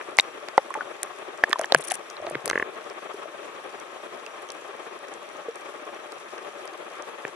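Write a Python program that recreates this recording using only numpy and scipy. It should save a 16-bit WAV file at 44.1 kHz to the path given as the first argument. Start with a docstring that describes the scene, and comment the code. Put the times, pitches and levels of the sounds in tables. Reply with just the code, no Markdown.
"""A throbbing drive hum over a thin hiss, then water slapping the sealed housing of a camera afloat on the sea.
Air pockets pop as damped sines against the case; spray and reef life tick as rung case modes and noise.
The lens motor whirrs in short steps of shaped noise as the light drops, and holds focus on a thin note.
A low rumble of noise marks the sinking, and the case creaks as its seal slips.
"""
import sys
import numpy as np
from scipy import signal
from scipy.fft import rfft, irfft, next_fast_len
from scipy.io import wavfile
from scipy.ndimage import uniform_filter1d, map_coordinates

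SR = 44100
rng = np.random.default_rng(int(sys.argv[2]) if len(sys.argv) > 2 else 0)


def digitize_waveform(pressure):
    """Quantize a signal to 16-bit integers and store it at the path in sys.argv[1].

    Rows of a 2-D input are taken as channels; values are limited to [-1, 1].
    """
    field = np.atleast_2d(pressure).T
    bounded = np.clip(field, -1, 1)
    quanta = np.round(bounded * 32767).astype(np.int16)
    wavfile.write(sys.argv[1], SR, quanta)


def attenuation_scalar(level_db):
    """Turn a level in dB into a linear amplitude multiplier (20 dB per decade)."""
    decades = np.asarray(level_db, float) / 20
    return 10 ** decades


N = 324529

# Colour of the drive hum: pitch_hz, level_db (relative, per Hz)
HUM_COLOUR = [(25, -28), (60, -21), (130, -13), (290, -10), (345, 1), (470, -1.5), (515, -3.5), (590, 2),
              (660, -4.5), (940, -5.5), (990, -11.5), (1050, -2), (1290, -3), (1460, -11), (1580, -8.5),
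              (2620, -14), (2900, -20), (3170, -15), (4500, -32.5), (9900, -120)]
# Strength of the hum's swells over time: start_s, least_level_db
SWELL_LEVELS = [(0, -39), (.4, -41), (1.0, -41), (1.35, -39), (1.74, -39.5), (1.99, -42.5), (2.15, -41),
                (2.45, -40.5), (2.65, -39.5), (2.9, -40), (4.1, -41.5), (4.45, -43), (4.8, -40.5),
                (5.2, -42.5), (5.75, -41), (6.2, -41), (6.85, -40.5), (7.36, -41)]
# Colour of the water hiss: pitch_hz, level_db (relative, per Hz)
HISS_COLOUR = [(1760, -5), (3000, -7), (4540, -12), (5920, -11.5), (9940, -15), (11700, -22), (12800, -29),
               (13500, -52), (14700, -19), (16000, -34)]
# How alike hum and hiss are on the two sides: pitch_hz, likeness (0 to 1)
SIDE_LIKENESS = [(100, 0.082), (350, 0.68), (2200, 0.27), (3200, 0.42), (10000, 0.33)]
# How hum and hiss lean to the left: pitch_hz, left_over_right_db
SIDE_LEAN = [(60, -1), (130, -2.5), (290, 3.5), (640, 7.5), (1410, 3), (3100, 6), (6820, -2.5), (15000, 9)]
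# How far the left side leads in hum and hiss: pitch_hz, lead_rad
SIDE_LEAD = [(100, -5.5), (300, -0.2), (430, -0.25), (650, -1), (950, 1), (1050, -0.5), (1450, -1),
             (1750, 1.5), (2100, -4), (2450, 0.5), (2800, 2), (3600, 5.5), (4600, 4), (8000, 3.5),
             (9200, 4), (12000, 5.5)]
# Spans in which the lens holds focus: start_s, end_s
FOCUS_HOLDS = [(0, 2.2), (2.76, 6.66)]
# Spray drops and snaps: start_s, level_db, centre_hz, left_over_right_db
CLEAR_TICKS = [(0.1698, -27, 7840, -8), (0.1832, -22, 5000, -9), (0.1866, -20, 5300, -15),
               (0.191, -21, 5270, 15), (.1908, -27, 9700, 0), (0.1971, -21.5, 4950, -16),
               (0.208, -24, 7060, 3), (0.1874, -20, 13000, -5), (0.197, -27, 13000, -5),
               (0.486, -30.5, 4360, -1), (.575, -34, 7550, 0), (0.579, -25, 4500, -7),
               (0.704, -37, 8910, 5), (0.741, -26, 8300, -5.5), (1.031, -9, 10100, 2.5),
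               (1.187, -38, 8140, 1), (1.4377, -26, 5000, -10), (1.4406, -33, 5500, 3),
               (1.443, -32, 3600, -1), (1.376, -38, 6500, 0), (1.587, -33, 4600, -4),
               (1.495, -27.5, 9500, -2), (1.5052, -36, 8320, 10), (1.5124, -34, 4560, -7),
               (1.5297, -17, 5030, -7), (1.5923, -20.5, 7930, -5), (1.613, -21, 8400, -2),
               (1.6353, -38, 6450, 1), (1.6475, -33, 10300, -1), (1.657, -33, 6500, -11),
               (1.724, -27, 4500, 4), (1.7386, -34, 4900, -6), (1.7467, -9.5, 6500, -1),
               (1.9015, -24, 5900, 6), (2.1007, -28, 5700, -1), (2.2165, -41, 5700, -8),
               (2.2658, -39, 5500, -5), (2.3154, -43, 9000, 3), (2.2993, -27, 10200, -7),
               (2.4575, -16, 10500, 8), (2.4583, -24, 12800, -4), (2.4635, -34, 9500, 0),
               (2.4778, -22, 4600, -4), (2.478, -23, 7200, -3), (2.4806, -28, 10100, 10),
               (2.4952, -34, 9890, 20), (2.4988, -15, 5340, -2), (2.5108, -27, 4000, -1),
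               (2.511, -33, 8500, 0), (2.587, -39, 5540, -5), (2.8425, -42, 5830, -4),
               (2.8994, -32.5, 5830, -1), (3.1415, -39, 9910, 4), (3.8, -46.5, 7600, -33),
               (4.263, -35, 5770, -10), (4.4225, -38, 9430, -2), (4.489, -35, 6060, -1),
               (4.503, -26, 5300, -6), (4.5194, -31, 8650, -1), (5.139, -42, 6800, -21),
               (5.084, -40, 6300, -4.5), (5.557, -37, 7440, -18), (5.6104, -41, 7670, -2),
               (6.121, -35, 4300, -2), (6.121, -38, 8000, -2), (6.3807, -37, 5400, -3),
               (6.6553, -38, 9700, 8), (6.6764, -34, 5600, -12), (6.737, -40, 4640, -4),
               (6.8, -50, 6500, -5), (7.023, -35, 6100, -12), (7.28, -39.5, 6040, -7)]
# High modes of the case, before scatter: pitch_hz
SHELL_MODES = [3200, 4310, 4950, 5910, 6090, 7920, 9830, 9660, 10530]
# Dull pops of water on the case: start_s, level_db, pitch_hz, left_over_right_db
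DULL_POPS = [(0.1866, 2, 895, 5), (0.1868, -6, 2685, 23), (0.1978, 5.5, 2700, -2.5), (0.1977, -4.5, 970, 1),
             (0.012, -12.5, 1730, -1.5), (0.4854, -20, 700, 6), (0.486, -14.5, 1820, -1),
             (0.5812, -17, 3500, -4.5), (0.7404, -9.5, 1740, -3), (.7438, -14, 1901, 5),
             (0.7519, -12, 1110, 8), (.7805, -19, 565, 5), (0.8085, -17, 2000, 0), (1.4353, -17, 805, 0),
             (1.437, -1, 710, 0), (1.436, -21, 1759, 6), (1.4375, -17, 2222, -4), (1.4975, -16, 392, 5),
             (1.5075, -15, 1900, 1), (1.514, -11, 1700, -7), (1.594, -12, 1880, -2),
             (1.613, -8.5, 1300, -3), (1.6434, -15, 2970, 0), (1.644, -14, 810, -6), (1.722, 2.5, 660, 2.5),
             (1.7228, -5.5, 1700, 3), (1.7225, 4, 3970, -6), (1.7335, -25, 1850, 0), (1.7465, 3.5, 560, 4),
             (1.7475, 4, 787, 1), (1.7472, -0.5, 3200, 0), (1.761, -10, 2500, -3), (1.91, -9, 3170, 2),
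             (1.927, -16, 1700, 2), (2.168, -24, 1600, 0), (2.2688, -16, 2290, 0), (2.292, -24, 1500, 0),
             (2.3535, -20.5, 3680, -7), (2.2677, -14.5, 790, -10), (2.3533, -4.5, 1650, -3),
             (2.353, -10, 400, 0), (2.441, -28, 140, 0), (2.4583, -12, 1880, -1), (2.4775, -12.5, 700, 1),
             (2.4994, -3, 1580, 3), (2.499, -11.5, 3200, -5.5), (2.478, -17, 2600, 0),
             (2.4992, -15, 650, 10), (2.5106, -16, 400, 0), (2.51, -10, 1900, 0), (2.5123, -6, 1200, -12),
             (4.503, -25, 3600, 0), (7.251, -13.5, 450, 1), (7.249, -29, 141.5, 0)]
# Air pockets that ring on: start_s, level_db, pitch_hz, t60_s, left_over_right_db
AIR_POCKETS = [(0.1871, 2.5, 2107, 0.011, 3.5), (0.1905, -19, 2040, 0.035, -3),
               (0.1978, 1.5, 3790, 0.0091, 1), (0.579, -9, 2006, 0.013, 0), (0.5786, -7.5, 547, 0.031, 6),
               (0.5787, 6, 834, 0.011, -2), (.5795, -13, 666, 0.014, 2), (0.5791, -11, 1410, 0.016, 2),
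               (0.5877, -30, 810, 0.056, -2), (0.7052, -21.5, 1080, 0.029, -7),
               (0.7543, -23.5, 874, 0.076, -8), (0.7872, -28, 1230, 0.033, 2),
               (0.774, -25.5, 546, 0.02, 17), (0.8086, -11.5, 1530, 0.01, 4), (.812, -23.5, 1485, 0.028, 5),
               (1.032, -14.5, 1830, 0.0035, 0), (1.4379, 2.5, 1750, 0.012, 0), (1.443, -25, 1850, .012, 2),
               (1.4425, -23, 700, .015, 0), (1.5287, -8.5, 1773, 0.021, -6), (1.535, -28, 1790, .015, -3),
               (1.5298, -5.5, 3460, 0.0059, -3), (1.5309, -6.5, 1150, 0.01, -11),
               (1.558, -16, 1010, 0.02, 5), (1.5948, -11, 640, 0.027, 2), (1.6177, -18.5, 610, 0.02, 3),
               (1.637, -25.5, 3030, 0.014, 7), (1.6434, -10, 1780, 0.0074, 0), (1.7235, -25, 550, 0.077, 0),
               (1.7224, -15, 3800, 0.008, -9), (1.7473, 4.5, 1620, 0.01, 0), (1.751, -12, 606, 0.019, 6),
               (1.757, -24.5, 150, 0.1, 1.5), (1.826, -27, 3600, 0.0045, -13),
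               (1.911, -14.5, 1840, 0.0089, -6), (1.916, -15, 742, 0.032, 4),
               (2.168, -27, 4000, 0.0076, -5), (2.2005, -24.5, 606, 0.022, 1),
               (2.225, -23.5, 620, 0.029, 0), (2.248, -21, 585, 0.025, 2), (2.273, -21, 656, 0.032, -1),
               (2.2668, -27.5, 4030, 0.0069, -1), (2.3103, -14.5, 590, 0.014, -1),
               (2.32, -34, 150, 0.081, 1), (2.3484, -21.5, 2100, 0.034, -2), (2.357, -24, 135, 0.069, 1),
               (2.4703, -20.5, 450, 0.032, -1), (2.501, -16.5, 2100, 0.014, -1),
               (2.4945, -23, 1600, .012, 2), (3.142, -25, 407, 0.039, 3), (3.256, -30, 610, 0.039, 14),
               (4.2646, -26, 2680, 0.011, -4), (4.489, -32, 3200, .01, 0), (5.484, -19, 460, 0.056, 0),
               (7.2509, -14.5, 1750, .008, 0), (7.251, -24.5, 2400, 0.01, -4)]
# Steps of the lens motor: start_s, level_db
MOTOR_STEPS = [(1.772, -43), (1.805, -42.5), (1.838, -38.5), (1.871, -36.5), (1.904, -31.5), (1.938, -33)]
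# Colour of the motor's whirr: pitch_hz, level_db (relative, per Hz)
WHIRR_COLOUR = [(1200, -3.5), (2000, 6), (3300, -3), (5190, -7.5), (5830, 5.5), (6380, -2.5), (8360, 4),
                (9100, 9), (9700, 10.5), (10300, 3), (10900, -2), (11500, -10), (13000, -9), (13500, -30)]
# Spells of rumble as water closes over the case: start_s, end_s, level_db
SINKING_SPELLS = [(2.196, 2.373, -48), (2.442, 2.646, -44.5)]
# Colour of the rumble: pitch_hz, level_db (relative, per Hz)
RUMBLE_COLOUR = [(20, -15), (60, 2), (110, -9), (200, -15), (400, -120)]
# Slips of the case seal: start_s, level_db
SEAL_SLIPS = [(2.5308, -20.5), (2.556, -17), (2.5763, -18.5), (2.5977, -19.5), (2.6249, -18.5)]
# Case modes rung by a slip, before scatter: pitch_hz, level_db (relative), t60_s
CASE_MODES = [(460, 2, 0.014), (1110, -2, 0.022), (1764, 8.5, 0.013), (1950, 0, 0.014), (2530, 3, 0.005),
              (6500, -17, 0.0044)]

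PICTURES_PER_S = 29.97


def unit(x):
    """Scales a sound to rms 1."""
    return x / np.sqrt(np.mean(x ** 2) + 1e-20)


def along(points, hz):
    """Reads a curve of (Hz, value) points on a log pitch axis."""
    f, v = np.transpose(points)
    return np.interp(np.log(hz + 1), np.log(f + 1), v)


def wobble(rate):
    """A smooth random curve with rate knots a second."""
    knots = rng.standard_normal(int(N * rate / SR) + 4)
    return map_coordinates(knots, [np.arange(N) * rate / SR])


def filtered(x, response):
    """Shapes x by a complex response of frequency."""
    m = next_fast_len(x.shape[-1] + 8192)
    spectrum = rfft(x, m) * response(np.fft.rfftfreq(m, 1 / SR))
    return irfft(spectrum, m)[..., :x.shape[-1]]


def ports(colour, patchy_db):
    """Noise reaches the two microphones by different paths, its gain patchy in time and pitch; mid rms is 1."""
    z = signal.stft(rng.standard_normal((2, N)), nperseg=256)[2]
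    patches = uniform_filter1d(rng.standard_normal(z.shape[1:]), size=3, axis=0)
    patches = uniform_filter1d(patches, size=10, axis=1)
    pair = signal.istft(z * attenuation_scalar(patchy_db * unit(patches)), nperseg=256)[1][:, :N]

    def spread(hz):
        # the share of mid and side noise sets how alike left and right are
        turn = np.arccos(np.clip(along(SIDE_LIKENESS, hz), 0, 1)) / 2
        return attenuation_scalar(along(colour, hz)) * np.array([np.cos(turn), np.sin(turn)])

    def path(hz):
        return attenuation_scalar(along(SIDE_LEAN, hz) / 2) * np.exp(.5j * along(SIDE_LEAD, hz))

    mid, side = filtered(pair, spread)
    left = filtered(mid + side, path)
    right = filtered(mid - side, lambda hz: 1 / path(hz))
    return np.array([left, right]) / np.sqrt(np.mean((left + right) ** 2) / 4)


def throbs(rest_db, swell_s):
    """Gain of the drive: rest broken by short uneven swells, the stronger prevailing where they overlap."""
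    swells_per_s, scatter, spread_db = 19, 0.81, 3  # scatter in gaps between swells
    t, power = np.arange(N) / SR, np.full(N, attenuation_scalar(rest_db) ** 2)
    count = int(N / SR * swells_per_s) + 1
    times = (np.arange(count) + scatter * rng.random(count)) / swells_per_s
    levels_db = np.interp(times, *np.transpose(SWELL_LEVELS)) + spread_db * rng.random(count)
    for s, db in zip(times, levels_db):
        near = slice(max(round((s - swell_s) * SR), 0), round((s + swell_s) * SR))
        swell = attenuation_scalar(db) ** 2 * np.cos(np.pi / 2 * (t[near] - s) / swell_s) ** 2
        power[near] = np.maximum(power[near], swell)
    return np.sqrt(power)


def hum():
    """The drive throbs unevenly: deepest in its lowest resonance, least in its upper part."""
    noise = ports(HUM_COLOUR, patchy_db=0.8)
    low = filtered(noise, lambda hz: 1 / (1 + (hz / 460) ** 6))
    high = filtered(noise, lambda hz: 1 - 1 / (1 + (hz / 2200) ** 2))
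    middle = noise - low - high
    # the low part flutters once for each picture
    flutter_db = 2.0 * np.cos(2 * np.pi * PICTURES_PER_S * (np.arange(N) / SR - .0215))
    throb = throbs(rest_db=-45.0, swell_s=0.029) * attenuation_scalar(1.34 * wobble(80))
    middle_part = throb * attenuation_scalar(1.2 * wobble(55)) * middle
    low_part = attenuation_scalar(11.5 + 0.63 * wobble(15) + flutter_db) * throb ** 1.31 * low
    high_part = attenuation_scalar(-18.5) * throb ** .5 * high
    return middle_part + low_part + high_part


def water():
    """Thin steady hiss of shaped noise that flutters a little."""
    return attenuation_scalar(-53.5 + 1.2 * wobble(24)) * ports(HISS_COLOUR, patchy_db=1.7)


def lens_whistle():
    """Holding focus, the lens motor sings a thin band of noise that swells once for each picture, to the right."""
    t = np.arange(N) / SR
    pulse = (t - MOTOR_STEPS[0][0]) * PICTURES_PER_S % 1 < .55
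    gate = .5 + uniform_filter1d(1. * pulse, size=90)
    holding = sum((t > start) & (t < end) for start, end in FOCUS_HOLDS)
    note = unit(filtered(rng.standard_normal(N), lambda hz: 1 / (1 + ((hz - 5750) / 90) ** 2)))
    return attenuation_scalar(-70.5 + 1.4 * wobble(12)) * gate * holding * note * attenuation_scalar([[-2.5], [2.5]])


def add(pair, s, sound, pan_db, lag_ms=0):
    """Lays a sound into the stereo pair at s seconds, left over right by pan_db and lagging by lag_ms."""
    sound = np.broadcast_to(attenuation_scalar([[pan_db / 2], [-pan_db / 2]]) * sound, (2, sound.shape[-1]))
    for side, part, sign in zip(pair, sound, (1, -1)):
        first = max(round((s + sign * lag_ms / 2000) * SR), 0)
        room = side[first:][:len(part)]
        room += part[:len(room)]


def tick(hz, t60, wide):
    """A click rings the case modes near its centre, unlike at each microphone, in a puff of noise."""
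    t = np.arange(SR // 25) / SR

    def colour(f):
        # a bump of log width wide on a floor, with a falling top
        bump = np.exp(-.5 * (np.log(f / hz + 1e-9) / wide) ** 2)
        return (0.23 + bump) / (1 + (f / 11000) ** 4)

    count = len(SHELL_MODES)
    modes = np.array(SHELL_MODES) * rng.normal(1, 0.044, count)
    strength = colour(modes) * attenuation_scalar(rng.normal(0, 2.5, (2, count)))
    phase = 2 * np.pi * modes[:, None] * t + rng.normal(0, 1.0, (2, count, 1))
    rung = np.sum(strength[..., None] * np.sin(phase), axis=1)
    puff = unit(filtered(rng.standard_normal((2, len(t))), colour))
    envelope = attenuation_scalar(-60 * t / max(t60, .002)) * (1 - np.exp(-t / 0.00016))
    click = (unit(rung) + 0.93 * puff) * envelope
    return click / np.abs(click.mean(axis=0)).max()


def ticks():
    """Spray and snaps ring the case, over a faint crackle of far snaps at random."""
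    t60_s = 0.0057
    out = np.zeros((2, N))
    for s, db, hz, pan in CLEAR_TICKS:
        wide = .18 + .0055 * (db + 40)  # stronger ticks are broader
        add(out, s, attenuation_scalar(db) * tick(hz, t60_s, wide), pan)
    for when, size, pitch in rng.random((260, 3)):
        snap = tick(4000 * 2.4 ** pitch, t60_s, wide=0.6)
        add(out, when * N / SR, attenuation_scalar(-47.5 + 4.7 * size ** 4) * snap, -2.5)
    return out


def ring(hz, t60, rise=0.00052, bend=1):
    """A damped sine with a quick soft start; bend over 1 holds the level first, then lets it drop."""
    t = np.arange(SR // 5) / SR
    decay = attenuation_scalar(-60 * (t / max(t60, .002)) ** bend)
    return decay * (1 - np.exp(-t / rise)) ** 2 * np.sin(2 * np.pi * hz * t)


def left_lag_ms(pan_db):
    """Left lag of a water sound, shrinking as it leans left."""
    return .05 - .005 * pan_db


def pops():
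    """Water slaps the case in dull, heavily damped sines that first suck and die in a few cycles."""
    out = np.zeros((2, N))
    for s, db, hz, pan in DULL_POPS:
        pop = ring(hz, 4.14 / hz, rise=0.36 / hz, bend=1.3)  # 60 dB down in 4.14 cycles, at least 2 ms
        add(out, s, -attenuation_scalar(db) * pop, pan, left_lag_ms(pan))
    return out


def bubbles():
    """Each air pocket first sucks, then rings at the pitch of its size, wavering in level every few cycles."""
    out = np.zeros((2, N))
    t = np.arange(SR // 5) / SR
    for s, db, hz, t60, pan in AIR_POCKETS:
        knots = np.r_[0, 0, rng.standard_normal(14)]
        shake_db = 2 * np.interp(t * hz, np.r_[0, 3:60:4], knots)  # knots placed in cycles
        pocket = ring(hz, t60, rise=0.29 / hz, bend=1.056)
        add(out, s, -attenuation_scalar(db + shake_db) * pocket, pan, left_lag_ms(pan))
    return out


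def lens_motor():
    """Each step is a rough 18 ms whirr of noise, running on faintly until the next, nearer the left microphone."""
    out, t = np.zeros((2, N)), np.arange(SR // 25) / SR
    gate = np.clip(t / 0.00037, 0, 1) * np.clip((.0195 - t) / 0.003, .06, 1) * (t < .033)
    for s, db in MOTOR_STEPS:
        teeth = attenuation_scalar(3.5 * rng.standard_normal(40)[(t * 800).astype(int)])  # gear teeth catch unevenly
        shared, own = rng.standard_normal(len(t)), rng.standard_normal((2, len(t)))
        whirr = unit(filtered(shared + 3.4 * own, lambda hz: attenuation_scalar(along(WHIRR_COLOUR, hz))))
        add(out, s, attenuation_scalar(db) * gate * teeth * whirr, 6)
    return out


def rumble():
    """Lumpy low pressure, partly shared, pushes on each microphone while the case sinks."""
    t = np.arange(N) / SR
    gate = sum(attenuation_scalar(db) * np.clip(np.minimum(t - start, end - t) / .015, 0, 1)
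               for start, end, db in SINKING_SPELLS)
    push = rng.standard_normal(N) + .5 * rng.standard_normal((2, N))
    low = unit(filtered(push, lambda hz: attenuation_scalar(along(RUMBLE_COLOUR, hz))))
    return gate * attenuation_scalar(1.8 * wobble(40.1)) * low


def creaks():
    """Every slip rings the case modes a little differently; the soft seal dulls all but the top one."""
    out, soft = np.zeros((2, N)), signal.butter(8, 2650, fs=SR, output="sos")
    for s, db in SEAL_SLIPS:
        modes = []
        for hz, level, t60 in CASE_MODES:
            strength = attenuation_scalar(level + rng.normal(0, 1.5))
            modes.append(strength * ring(hz * rng.normal(1, .015), t60, rise=.00015))
        dulled = signal.sosfilt(soft, sum(modes[:-1]))
        add(out, s, attenuation_scalar(db) * (dulled + modes[-1]), 0)
    return out


def scene():
    """All sources as they reach the two microphones."""
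    steady = hum() + water() + lens_whistle()
    splashes = ticks() + pops() + bubbles()
    return steady + splashes + lens_motor() + rumble() + creaks()


def band_limit(x):
    """A steep low-pass at the top of the band."""
    return signal.sosfilt(signal.butter(12, 16160, fs=SR, output="sos"), x)


def record(dry):
    """The sealed microphones lose deep bass and top treble; the loudest slaps clip at full scale."""
    low_cut = signal.butter(2, 200, "high", fs=SR, output="sos")
    top_cut = signal.butter(6, 12500, fs=SR, output="sos")
    heard = signal.sosfilt(np.vstack([low_cut, top_cut]), dry)
    return band_limit(np.clip(heard, -1, 1))


dry = scene()
out = record(dry)
digitize_waveform(out)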